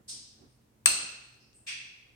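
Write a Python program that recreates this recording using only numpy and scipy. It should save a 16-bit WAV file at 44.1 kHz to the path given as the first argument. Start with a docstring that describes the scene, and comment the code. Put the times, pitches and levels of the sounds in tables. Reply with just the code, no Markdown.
"""In a reverberant workshop, a glass tube held in both hands near two microphones snaps at its scored line.
A short fracture burst excites the tube's modes; the grip damps them within milliseconds, and decaying
stereo noise carries the colour on as reverberation. Two short clicks and a few faint clinks are filtered
reverberation alone. Hands bump softly and glass ticks, over shaped air noise and a low, wavering hum."""
import sys
import numpy as np
from scipy import signal
from scipy.fft import rfft, irfft, next_fast_len
from scipy.io import wavfile
from scipy.ndimage import map_coordinates

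SR = 44100
rng = np.random.default_rng(int(sys.argv[2]) if len(sys.argv) > 2 else 0)


def master(y):
    """Save y as 16-bit WAV."""
    cut = np.clip(np.atleast_2d(y).T, -1, 1)
    pcm = np.round(cut * 32767)  # scale
    wavfile.write(sys.argv[1], SR, pcm.astype(np.int16))


N = 94947

# The break: its start and the gain of the whole snap
SNAP_S, SNAP_GAIN_DB = .8588, 17.5
# Fracture: time at which the burst's gate has halved; gain of its first sample
BURST_S, FRONT_DB = 0.0026, -5
# Modes of the gripped tube: centre_hz, half_width_hz, gain_db
TUBE_MODES = [(1380, 160, -9), (2657, 140, 1), (4266, 180, 1.5), (4950, 270, -10.5), (6110, 240, -4),
              (8427, 395, 6.5), (9400, 350, -11), (10800, 250, -19), (13170, 800, -12.5)]
# Spectrum of the fracture itself: frequency_hz, gain_db
FRACTURE_SPECTRUM = [(22, -36.5), (50, -16), (120, -18), (400, -19), (900, -18.5), (2000, -13.5),
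                     (3400, -12), (5200, -9), (7200, -12.5), (9300, -13), (10300, -25), (12500, -19.5),
                     (16000, -24.5)]
# Straight path to the left microphone: frequency_hz, gain_db
LEFT_PATH = [(100, -3), (700, -4.5), (1100, -2), (1550, 6.5), (2100, 0), (2600, 1.5), (4300, 0),
             (7000, 4.5), (8500, 4), (11000, 2), (15500, 3)]
# Straight path to the right microphone: frequency_hz, gain_db
RIGHT_PATH = [(100, -9), (700, 0), (1100, 0), (1450, 6), (2000, -3), (2600, 2), (4300, -2), (7000, -8.5),
              (8500, -5.5), (11000, -2.5), (15500, -7.5)]
RIGHT_LAG_S = .0003  # later arrival on the right
# Reflections from bench and body, then the room's share of the snap
EARLY_GAIN_DB, EARLY_T60_S, ROOM_GAIN_DB = -3.5, 0.076, 0.5
# Knock of the freed halves in the grip: mode_hz, gain_db, t60_s
KNOCK_MODES = [(1680, -18.5, 0.022), (2490, -21.5, 0.016), (337, -44.5, 0.041), (75, -49.5, 0.049)]
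KNOCK_RISE_S = 0.0014  # time constant
# Reverberation time of the workshop: frequency_hz, t60_s
ROOM_T60 = [(150, 0.65), (600, 0.84), (1400, 0.86), (2600, 0.93), (4300, 0.79), (6000, 0.71), (8400, 0.53),
            (13000, 0.27)]
# Left-right correlation of the diffuse field: frequency_hz, correlation
FIELD_CORRELATION = [(60, .85), (250, 0.67), (700, 0.13), (1500, -0.037), (5000, 0.031)]
# Colour of the first clear click: frequency_hz, gain_db
BRIGHT = [(200, -38), (1000, -29.5), (1900, -24.5), (2800, -15), (4000, -5), (5200, 2), (6300, -2.5),
          (7200, -6.5), (8500, 3.5), (9300, 1), (10500, -23), (11800, -15.5), (15500, -31)]
# Colour of the second clear click: frequency_hz, gain_db
DULL = [(200, -50), (700, -31.5), (1300, -19.5), (1900, -6.5), (2480, 4.5), (2800, 2.5), (3020, -9.5),
        (3300, 1.5), (3750, -8.5), (4700, -4), (5400, -9), (5780, -1.5), (6050, -8), (7100, -14),
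        (8700, -5.5), (9700, -16.5), (10500, -46), (12200, -21.5), (15500, -35)]
# Clear clicks heard through the room: start_s, gain_db, rise_s, colour (one of the two curves above)
CLICKS = [(.077, 0.5, .022, BRIGHT), (1.664, 5.5, 0.022, DULL)]
# Faint clinks heard through the room: start_s, gain_db, centre_hz, half_width_hz
CLINKS = [(.475, -27, 8900, 500), (1.075, -23, 13700, 1100), (1.21, -15, 8300, 504),
          (1.386, -19.5, 5200, 556), (1.533, -11, 8430, 480)]
CLINK_RISE_S = 0.034
# Soft handling bumps: centre_s, gain_db, gaussian_length_s
BUMPS = [(.003, -61, .015), (.16, -65, .07), (0.437, -61, 0.052), (1.045, -60, .03)]
# Colour of the bumps: frequency_hz, gain_db
BUMP_COLOUR = [(22, -36), (70, -9), (300, -1), (600, -15.5), (1500, -22.5), (6000, -52)]
# Small ticks of glass in the hand: start_s, gain_db
TICKS = [(1.343, -33), (1.53, -36)]
# Colour of the ticks: frequency_hz, gain_db
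TICK_COLOUR = [(300, -17.5), (2800, -1.5), (6000, 1), (9000, -13), (14000, -21)]
TICK_T60_S = 0.039
# Relative spectrum of the air noise: frequency_hz, density_db (per Hz)
AIR_SPECTRUM = [(20, -31), (35, -11), (60, -3.5), (110, -7), (170, -11), (280, -11), (420, -15),
                (600, -20.5), (1300, -24.5), (4600, -32), (8500, -30.5), (15500, -35)]
AIR_RMS_DB = -68
# Low hum, before its wavering: pitch_hz, first_rms_db, last_rms_db
HUM = [(121, -72, -74), (220, -75, -86)]
# Recorder: full scale and upper band limit
CEILING, TOP_HZ = 1.0, 16300


def snap():
    """Source-filter principle: fracture and tube modes colour the direct, early and reverberant paths."""
    t = np.arange(N) / SR
    left = coloured(burst(), LEFT_PATH)
    right = at(coloured(burst(), RIGHT_PATH), RIGHT_LAG_S)
    direct = np.array([left, right])
    early_envelope = fade(t, EARLY_T60_S) * np.minimum(t / BURST_S, 1)
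    early = energy_one(diffuse() * early_envelope)
    paths = direct + amp(EARLY_GAIN_DB) * early + amp(ROOM_GAIN_DB) * room(rise_s=0.0087)

    def glass(hz):
        """Incoherent addition: the powers of fracture and modes sum."""
        fracture_power = amp(along(FRACTURE_SPECTRUM, hz)) ** 2
        mode_power = sum((amp(db) * peak(hz, centre_hz, half_width_hz)) ** 2
                         for centre_hz, half_width_hz, db in TUBE_MODES)
        return np.sqrt(fracture_power + mode_power)

    return amp(SNAP_GAIN_DB) * at(filtered(paths, glass), SNAP_S)


def burst():
    """Impulsive excitation: a sharp front and milliseconds of dense cracking, with a nearly even spectrum."""
    crackle = rng.standard_normal(1024)
    gate = 1 / (1 + (np.arange(len(crackle)) / SR / BURST_S) ** 6)
    # Gating in time and flattening in frequency alternate until both nearly hold
    for _ in range(4):
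        phase = np.angle(rfft(crackle * gate))
        crackle = irfft(np.exp(1j * phase))
    return np.append(amp(FRONT_DB), (crackle * gate)[1:])


def knock():
    """Damped modal vibration: the freed halves kick against the hands, heard close up."""
    t = np.arange(N) / SR
    modes = sum(amp(db) * np.sin(2 * np.pi * hz * t) * fade(t, t60) for hz, db, t60 in KNOCK_MODES)
    kick = at(modes * (1 - np.exp(-t / KNOCK_RISE_S)), SNAP_S)
    return np.array([kick, kick])


def clicks():
    """Reverberant field: clicks and clinks reach the microphones by way of the walls."""
    clear = sum(amp(db) * at(coloured(room(rise_s), colour), start_s)
                for start_s, db, rise_s, colour in CLICKS)
    faint = sum(amp(db) * at(filtered(room(CLINK_RISE_S), lambda hz: peak(hz, centre_hz, half_width_hz)), start_s)
                for start_s, db, centre_hz, half_width_hz in CLINKS)
    return clear + faint


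def room(rise_s):
    """Reverberation: the diffuse field builds up, and each frequency decays at its own rate."""
    hz, t, bands = signal.stft(diffuse(), SR, nperseg=256)
    decay = fade(t, along(ROOM_T60, hz)[:, None])
    tail = signal.istft(bands * decay, SR, nperseg=256)[1][:, :N]
    return energy_one(tail * np.minimum(np.arange(N) / SR / rise_s, 1))


def handling():
    """Contact noise: smooth dull bumps of the hands and short decaying ticks of the glass."""
    t = np.arange(N) / SR
    envelope = sum(amp(db) * np.exp(-((t - centre_s) / length_s) ** 2) for centre_s, db, length_s in BUMPS)
    bumps = unit(coloured(diffuse(), BUMP_COLOUR)) * envelope
    ticks = sum(amp(db) * at(energy_one(diffuse() * fade(t, TICK_T60_S)), start_s) for start_s, db in TICKS)
    return bumps + coloured(ticks, TICK_COLOUR)


def room_tone():
    """Stationary noise plus modulated tones: still air and a low, wavering hum."""
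    t = np.arange(N) / SR
    hum = 0
    for pitch_hz, first_db, last_db in HUM:
        level_db = np.linspace(first_db, last_db, N) + 3.5 * wobble(t)
        phase = 2 * np.pi * pitch_hz * t + 1.1 * wobble(t)
        hum = hum + amp(level_db) * np.sqrt(2) * np.sin(phase)
    return amp(AIR_RMS_DB) * unit(coloured(diffuse(), AIR_SPECTRUM)) + hum


def wobble(t):
    """Slow random modulation: a smooth curve through 11 random values a second."""
    return map_coordinates(rng.standard_normal(64), [t * 11], mode="mirror")


def diffuse():
    """Spatial coherence: white stereo noise, alike in the bass and nearly unrelated in the treble."""
    correlation = along(FIELD_CORRELATION, np.fft.rfftfreq(N, 1 / SR))
    turn = np.arccos(np.clip(correlation, -1, 1)) / 2
    noise = rfft(rng.standard_normal((2, N)))
    mid, side = irfft(noise * [np.cos(turn), np.sin(turn)], N)
    return np.array([mid + side, mid - side])


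def peak(hz, centre_hz, half_width_hz):
    """Resonance: gain is 1 at the centre and halves one half-width away."""
    return 1 / (1 + ((hz - centre_hz) / half_width_hz) ** 2)


def fade(t, t60):
    """Exponential decay: amplitude falls by 60 dB in t60 seconds."""
    return np.exp(-np.log(1000) * t / t60)


def filtered(x, response):
    """Minimum-phase filtering: a causal filter built from its gain by way of the cepstrum."""
    m = 2 * next_fast_len(N)
    gain = np.maximum(response(np.fft.rfftfreq(m, 1 / SR)), 1e-6)
    cepstrum = irfft(np.log(gain), m)
    # Folding negative time onto positive time makes the filter causal
    cepstrum[1:m // 2] *= 2
    cepstrum[m // 2 + 1:] = 0
    return irfft(rfft(x, m) * np.exp(rfft(cepstrum)), m)[..., :N]


def coloured(x, points):
    """Spectral shaping: x through a curve of frequency_hz, gain_db."""
    return filtered(x, lambda hz: amp(along(points, hz)))


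def along(points, hz):
    """Logarithmic frequency scale: interpolation of frequency_hz, value points."""
    f, v = np.transpose(points)
    return np.interp(np.log(hz + 1), np.log(f + 1), v)


def at(x, s):
    """Propagation in time: x delayed by s seconds."""
    return np.pad(x, [(0, 0)] * (x.ndim - 1) + [(max(round(s * SR), 0), 0)])[..., :N]


def amp(db):
    """Decibel law: level to amplitude gain."""
    return 10 ** (np.asarray(db) / 20)


def unit(x):
    """Root-mean-square normalization: x scaled to rms 1."""
    return x / np.sqrt(np.mean(x ** 2) + 1e-20)


def energy_one(x):
    """Energy normalization: N samples scaled to a mean energy of 1 a channel."""
    return unit(x) / np.sqrt(N)


def scene():
    """Superposition: all sources add at the two microphones."""
    return snap() + knock() + clicks() + handling() + room_tone()


def record(dry):
    """Transduction: the right side gains low midrange; the recorder clips at full scale and limits the band."""
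    right_colour = [(60, .5), (300, 2.5), (700, 3.5), (2000, 1), (9000, -1.2)]  # frequency_hz, gain_db
    pair = np.array([dry[0], coloured(dry[1], right_colour)])
    m = 2 * next_fast_len(N)
    spectrum = rfft(np.clip(pair, -CEILING, CEILING), m)
    return irfft(spectrum * (np.fft.rfftfreq(m, 1 / SR) < TOP_HZ), m)[:, :N]


dry = scene()
out = record(dry)
master(out)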